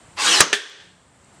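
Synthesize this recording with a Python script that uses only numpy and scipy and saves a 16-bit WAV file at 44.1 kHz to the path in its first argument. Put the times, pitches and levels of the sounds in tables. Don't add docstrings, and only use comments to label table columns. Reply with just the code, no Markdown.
import sys
import numpy as np
from scipy import signal
from scipy.io import wavfile
from scipy.ndimage import uniform_filter1d

SR = 44100
rng = np.random.default_rng(int(sys.argv[2]) if len(sys.argv) > 2 else 0)


def boost_factor(decibels):
    exponent = np.asarray(decibels, float) / 20
    return 10 ** exponent


def store_wav(level_fs):
    pcm = np.round(np.clip(np.atleast_2d(level_fs), -1, 1) * 32767)
    wavfile.write(sys.argv[1], SR, pcm.T.astype(np.int16))


N = 61739
T = np.arange(N) / SR


def rms_one(x):
    return x / np.sqrt(np.mean(x ** 2) + 1e-20)


def noise():
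    return rng.standard_normal((2, N))


def in_time(rows):
    return np.interp(T, *np.transpose(rows))


def at_hz(points, hz):
    table_hz, value = np.transpose(points)
    return np.interp(np.log(hz), np.log(table_hz), value)


def butter(x, order, hz, kind="low"):
    return signal.sosfilt(signal.butter(order, hz, kind, fs=SR, output="sos"), x)


def bands(x):
    edges = 25 * 2 ** np.arange(0, 9.6, .5)
    out = []
    for k, (low, high) in enumerate(zip(edges, edges[1:])):
        out.append((np.sqrt(low * high), butter(x[k % 2], 2, [low, high], "band")))
    return out


def colour(x, spectrum):
    return rms_one(sum(boost_factor(at_hz(spectrum, hz)) * b for hz, b in bands(x)))


def resonance(x, hz, width_hz):
    r = np.exp(-np.pi * width_hz / SR)
    poles = [1, -2 * r * np.cos(2 * np.pi * hz / SR), r * r]
    return signal.lfilter([(1 - r * r) / 2, 0, (r * r - 1) / 2], poles, x)


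def noise_band(hz, width_hz):
    return rms_one(resonance(resonance(rng.standard_normal(N), hz, width_hz), hz, width_hz))


def ring(clicks, hz, t60_s):
    r, w = boost_factor(-60 / (t60_s * SR)), 2 * np.pi * hz / SR
    return signal.lfilter([0, np.sin(w)], [1, -2 * r * np.cos(w), r * r], clicks + 1e-18)


def swell(s, length_s):
    return np.exp(-.5 * (2 * (T - s) / length_s) ** 2)


def squeal(s, length_s, hz, glide_hz_per_s, db):
    blur, rough = .07, .9
    slow = butter(noise(), 2, blur * hz / 2)
    phase = 2 * np.pi * (hz * T + .5 * glide_hz_per_s * (T - s) ** 2)
    in_phase = (1 + rough * rms_one(slow[0])) * np.sin(phase)
    quadrature = rough * rms_one(slow[1]) * np.cos(phase)
    return boost_factor(db) * swell(s, length_s) * rms_one(in_phase + quadrature)


# (frequency [Hz], density [dB per Hz])
OUTDOOR_SPECTRUM = [(25, -8.5), (90, 5), (200, -3), (500, -6), (900, -6), (5500, -20.5), (8500, -24),
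                    (12000, -43)]
# (frequency [Hz], width [Hz], level [dB])
INSECT_CHORUS = [(7500, 1200, -57.5), (8480, 1400, -60)]
# (time [s], length [s], level [dB])
CRICKET_CHIRPS = [
    (.02, .05, -6),
    (0.175, 0.026, 19),
    (0.72, 0.02, 7),
    (0.803, .12, -5.5),
    (1.166, .025, 5.5),
    (1.34, .02, 9),
]
# (time [s], length [s], frequency [Hz], glide [Hz per s], level [dB])
ENGINE_SWELLS = [
    (0.91, 0.15, 180, 0.5, -55.5),
    (0.96, 0.087, 170, 0.5, -64),
    (1.11, .08, 170, 0.5, -58),
    (0.29, .05, 130, 0.5, -55),
]
AIR_DB, CRICKET_HZ, CRICKET_DB = -48.5, 10850, -70
LULL_S, LULL_SPAN_S, LULL_SHARE, LULL_HZ = .68, .25, 0.77, 150


def outdoors():
    air = boost_factor(AIR_DB) * colour(noise(), OUTDOOR_SPECTRUM)
    rumble = signal.filtfilt(*signal.butter(2, LULL_HZ, fs=SR), air)
    air = air - LULL_SHARE * swell(LULL_S, LULL_SPAN_S) * rumble
    chorus = sum(boost_factor(db) * noise_band(hz, width_hz) for hz, width_hz, db in INSECT_CHORUS)
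    engine = sum(squeal(*row) for row in ENGINE_SWELLS)
    chirps = sum(boost_factor(db) * swell(s, length_s) for s, length_s, db in CRICKET_CHIRPS)
    return air + engine + chorus + boost_factor(CRICKET_DB) * chirps * noise_band(CRICKET_HZ, 100)


# (time [s], level [dB])
MOTOR_EFFORT = [(.155, -73.5), (.168, -38), (.18, -23.5), (.2, -21.5), (.27, -15), (.3, -15.5), (.36, -16),
                (.4, -17.5), (.415, -40)]
# (time [s], speed [turns per s])
SHAFT_SPEED = [(.16, 190), (.24, 200), (.27, 207), (.32, 214), (.36, 212), (.4, 250)]
# (multiple of shaft speed [-], level [dB])
SHAFT_TONES = [(1.0, -17.5), (1.55, -15), (2.35, -14), (4.0, -23)]
# (frequency [Hz], density [dB per Hz])
GEAR_SPECTRUM = [(88, -67.5), (150, -42.5), (326, -10.5), (550, -11), (827, -4.5), (2100, -3), (5000, -5),
                 (8300, -6), (15500, -76.5)]
# (time [s], length [s], frequency [Hz], glide [Hz per s], level [dB])
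CASING_SQUEALS = [(.2, 0.024, 850, 500.5, -6.5), (.195, .045, 1035, 600, -8), (0.24, .025, 420, -300, -17),
                  (.216, .02, 1120, 2999.5, -10), (.2, .03, 2665, 0, -10.5),
                  (.225, 0.033, 3600, 4000.5, -14), (.225, 0.056, 4780, 501.5, -7.5),
                  (.24, .025, 835, 1499.5, -17), (.277, 0.03, 3870, 5000.5, -6),
                  (.282, 0.038, 1210, -300, -10), (.285, 0.023, 1640, 3000, -9),
                  (.297, 0.039, 3290, 1499.5, -3.5), (.298, .03, 2910, 500.5, -4),
                  (.336, 0.023, 2980, -8000, -0.5), (.33, 0.033, 2665, -500, -5),
                  (.352, 0.012, 3050, -500, -8), (.315, 0.024, 5960, -8000, -4.5),
                  (.35, .03, 5170, -12000, -4), (.378, .028, 4010, -9000, 1),
                  (.34, 0.037, 4400, 4001.5, -7.5), (.26, 0.026, 6800, 3000, -10),
                  (.397, .016, 4600, -15000, -4), (.375, 0.022, 840, 300, -15),
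                  (.372, .03, 385, -1500, -15.5), (.385, .025, 1750, -2000, -8),
                  (.245, .02, 1500, -3000, -9.5)]
TEETH_PER_S, TOOTH_SPREAD_DB, ONCE_A_TURN_DB = 5000, 3.0, -0.5
FULL_LOAD_S, LOAD_SPAN_S = .315, 0.07
BRIGHT_HZ, BRIGHT_START_S, BRIGHT_RISE_S = 5060, .17, 0.037
GRIND_DB, MOTOR_STOP_S = -0.5, .43


def motor():
    turn = 2 * np.pi * np.cumsum(in_time(SHAFT_SPEED)) / SR
    tooth_db = TOOTH_SPREAD_DB * np.minimum(rng.exponential(1, (2, N)), 4)
    sizes = boost_factor(tooth_db) * rng.choice([-1, 1], (2, N))
    meets = rng.random((2, N)) < TEETH_PER_S / SR
    teeth = sizes * meets * boost_factor(ONCE_A_TURN_DB * np.cos(turn)) + 1e-18
    grind = colour(teeth, GEAR_SPECTRUM)
    dull = butter(grind, 2, BRIGHT_HZ)
    bright = np.clip((T - BRIGHT_START_S) / BRIGHT_RISE_S, 0, 1)
    grind = boost_factor(GRIND_DB) * (dull + bright * (grind - dull))
    squeals = sum(squeal(*row) for row in CASING_SQUEALS)
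    tones = swell(FULL_LOAD_S, LOAD_SPAN_S) * sum(boost_factor(db) * np.sin(k * turn) for k, db in SHAFT_TONES)
    return boost_factor(in_time(MOTOR_EFFORT)) * (T < MOTOR_STOP_S) * (grind + squeals + tones)


# (frequency [Hz], t60 [s])
WALL_T60 = [(100, 0.23), (400, .7), (1700, 0.66), (3300, 0.72), (6000, 0.66), (12000, 0.33)]
WALLS_DB, CLUTTER_DB, CLUTTER_T60_S, FIRST_WALL_S = -8.5, -7.5, 0.15, .004


def garage(x):
    t = np.maximum(T - FIRST_WALL_S, 0)
    walls = sum(b * boost_factor(-60 * t / at_hz(WALL_T60, hz)) for hz, b in bands(noise()))
    clutter = rng.standard_normal(N) * boost_factor(-60 * t / CLUTTER_T60_S)
    tail = boost_factor(WALLS_DB) * rms_one(walls) + boost_factor(CLUTTER_DB) * rms_one(clutter)
    return signal.fftconvolve(x, (T > FIRST_WALL_S) * tail / np.sqrt(N))[:N]


def wash(spectrum, hums, start_s, clutter_db, walls_db, build_up_s=0.0011):
    t = np.maximum(T - start_s, 0)
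    two = []
    for _ in range(2):
        hiss = colour(noise(), spectrum)
        housing = sum(boost_factor(db) * noise_band(hz, width_hz) for hz, width_hz, db in hums)
        two.append(hiss + housing)
    out = 0
    for hz, b in bands(two):
        clutter = boost_factor(clutter_db - 60 * t / CLUTTER_T60_S)
        walls = boost_factor(walls_db - 60 * t / at_hz(WALL_T60, hz))
        out = out + b * (clutter + walls)
    return (1 - np.exp(-t / build_up_s)) * out


MODES_DB, STRIKE_SPREAD_DB, CRACK_T60_S, CONTACT_HZ = -14, 2.0, 0.011, 6000


def blow(contacts, modes, crack, crack_db):
    s, db = np.transpose(contacts)
    at, ringing, clicks = (s * SR).astype(int), 0, np.zeros(N)
    for hz, level_db, t60_s in modes:
        strike_db = db + level_db + MODES_DB + rng.normal(0, STRIKE_SPREAD_DB, len(s))
        clicks[at] = boost_factor(strike_db) * rng.choice([-1, 1], len(s))
        ringing = ringing + ring(clicks, hz, t60_s)
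    soft = np.exp(-2 * np.pi * CONTACT_HZ / SR)
    ringing = signal.lfilter([1 - soft], [1, -soft], ringing)
    clicks[at] = boost_factor(db + crack_db)
    decay = signal.lfilter([1], [1, -boost_factor(-60 / (CRACK_T60_S * SR))], clicks + 1e-18)
    return ringing + uniform_filter1d(decay, size=15) * colour(noise(), crack)


def struck(s, modes):
    click = 1.0 * (np.arange(N) == int(s * SR))
    return sum(boost_factor(db) * ring(click, hz, t60_s) for hz, db, t60_s in modes)


# (time [s], level [dB])
SHOT_CONTACTS = [
    (.4015, -9),
    (.4035, -12.5),
    (.4050, 7.5),
    (.4065, 8.5),
    (.4076, 3.5),
    (.4112, -5.5),
    (.4127, -2.5),
    (.4142, -9),
    (.418, -13.5),
]
# (frequency [Hz], level [dB], t60 [s])
SHOT_GUN_MODES = [(325, -22, 0.013), (770, -13.5, 0.03), (1600, 2.5, 0.027), (1733, -8, 0.035),
                  (2130, -6, .012), (2600, -5, .012), (3257, 0, 0.017), (3970, 0.5, 0.023),
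                  (4700, -1, .012), (6530, -3, 0.037), (7970, -4, 0.011)]
# (frequency [Hz], density [dB per Hz])
SHOT_CRACK_SPECTRUM = [(24, -40.5), (40, -18.5), (360, -7), (776, -15), (1670, -3), (3510, -10), (5550, -7),
                       (7500, -4.5), (16000, -46)]
# (frequency [Hz], density [dB per Hz])
SHOT_WASH_SPECTRUM = [(59, -42.5), (100, -11.5), (391, -7), (416, -1.5), (797, -13.5), (1050, -1),
                      (3530, -10.5), (6220, -8.5), (15000, -50.5)]
# (frequency [Hz], width [Hz], level [dB])
SHOT_HOUSING = [(1160, 120, -15.5), (336, 240, -18.5), (6300, 730, -7.5)]
# (start [s], clutter level [dB], walls level [dB])
SHOT_ROOM = (.412, -15, -14)
# (frequency [Hz], level [dB], t60 [s])
TABLE_THUMP = [(106, -17.5, 0.06), (171, -22.5, 0.2)]
# (frequency [Hz], level [dB], t60 [s])
WOOD_MODES = [(430, -10, 0.064), (627, -21, .04), (967, -12, .04), (1222, -5.5, 0.073), (1148, -22, .2)]


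def shot():
    gun = blow(SHOT_CONTACTS, SHOT_GUN_MODES, SHOT_CRACK_SPECTRUM, crack_db=-4)
    room = wash(SHOT_WASH_SPECTRUM, SHOT_HOUSING, *SHOT_ROOM)
    table = struck(SHOT_CONTACTS[0][0], TABLE_THUMP)
    wood = struck(SHOT_CONTACTS[2][0], WOOD_MODES)
    return butter(gun + room + table + wood, 2, 65, "high")


# (time [s], level [dB])
SNAP_CONTACTS = [(.5285, -9), (.5292, 6), (.5299, 2.5), (.5307, 7), (.5322, -5.5), (.5344, 7.5), (.5355, 3),
                 (.5375, -13), (.539, -1), (.5412, -9), (.5445, -12.5), (.549, -7), (.5525, -6)]
# (frequency [Hz], level [dB], t60 [s])
SNAP_GUN_MODES = [(224.2, -17.5, 0.055), (908, -21, 0.026), (1490, -3.5, 0.02), (1770, 4.5, 0.02),
                  (2600, -5, 0.0078), (2900, 2, 0.008), (3360, 10, 0.0094), (3620, 6, 0.0049),
                  (4300, -10, 0.0074), (5200, 1, 0.006), (6400, 3, 0.008), (7800, 2.5, 0.0048),
                  (9850, 3.5, 0.0028)]
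# (frequency [Hz], density [dB per Hz])
SNAP_CRACK_SPECTRUM = [(100, -56), (200, -34), (400, -16), (1070, -28.5), (1700, 4), (3270, 0), (9000, -13),
                       (15500, -55)]
# (frequency [Hz], density [dB per Hz])
SNAP_WASH_SPECTRUM = [(88, -52), (150, -28), (294, -15), (416, -8.5), (772, -18.5), (1800, -6.5),
                      (3340, -7.5), (7790, -13.5), (15000, -66)]
# (frequency [Hz], width [Hz], level [dB])
SNAP_HOUSING = [(413, 54, -18.5), (1601, 144, -5), (1800, 190, -5), (3140, 740, -4.5), (3414, 410, -6.5)]
# (start [s], clutter level [dB], walls level [dB])
SNAP_ROOM = (.536, -11.5, -19)
# (frequency [Hz], level [dB], t60 [s])
TABLE_MODES = [(413, -9, 0.075), (408, -27, 0.53), (447, -20.5, 0.1)]


def snap():
    gun = blow(SNAP_CONTACTS, SNAP_GUN_MODES, SNAP_CRACK_SPECTRUM, crack_db=-9)
    room = wash(SNAP_WASH_SPECTRUM, SNAP_HOUSING, *SNAP_ROOM)
    table = struck(SNAP_CONTACTS[1][0], TABLE_MODES)
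    return butter(gun + room + table, 4, 170, "high")


# (time [s], level [dB], frequency [Hz])
SETTLING_TICKS = [
    (0.699, -50, 11900),
    (0.697, -34, 7200),
    (.793, -54.5, 8260),
    (1.2463, -47.5, 8100),
]


def settling_ticks():
    return sum(boost_factor(db) * swell(s, 0.0039) * noise_band(hz, 1500) for s, db, hz in SETTLING_TICKS)


# (time [s], length [s], frequency [Hz], glide [Hz per s], level [dB])
HOUSING_BUZZ = [
    (.71, .05, 3300, 500, -40),
    (.7, .04, 3400, 0.5, -43),
]


def housing_buzz():
    return sum(squeal(*row) for row in HOUSING_BUZZ)


def scene():
    gears = motor()
    blows = shot() + snap()
    return (gears + garage(gears) + blows + settling_ticks() + outdoors() + housing_buzz())[None]


# (time [s], level [dB])
RECORDER_GAIN = [(0, -1.5), (.3, -2), (.41, -2.5), (.45, -10), (.6, -14), (.78, -9.5), (.81, -7), (.87, -7),
                 (.93, -8.5), (1.1, -8), (1.4, -2.5)]
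MIC_CUT_HZ, STOP_BAND_HZ, RUMBLE_CUT_HZ, OVERLOAD = 14500, 16500, 50, 1.0


def low_pass(x):
    return signal.sosfilt(signal.butter(12, 20000, fs=SR, output="sos"), x)


# (time [s], level [dB])
RECORDER_GAIN = [(0, -1.5), (.3, -2), (.41, -2.5), (.45, -10), (.6, -14), (.78, -9.5), (.81, -7), (.87, -7),
                 (.93, -8.5), (1.1, -8), (1.4, -2.5)]
MIC_CUT_HZ, STOP_BAND_HZ, RUMBLE_CUT_HZ, OVERLOAD = 14500, 16500, 50, 1.0


def record(dry):
    mic = butter(dry, 4, MIC_CUT_HZ)
    mic = signal.sosfilt(signal.cheby2(8, 50, STOP_BAND_HZ, fs=SR, output="sos"), mic)
    hot = np.clip(mic * boost_factor(in_time(RECORDER_GAIN)), -OVERLOAD, OVERLOAD)
    hot = butter(hot, 2, RUMBLE_CUT_HZ, "high")
    mix = signal.lfilter([.6, .4], [1], hot)
    return low_pass(mix)


dry = scene()
out = record(dry)
store_wav(out)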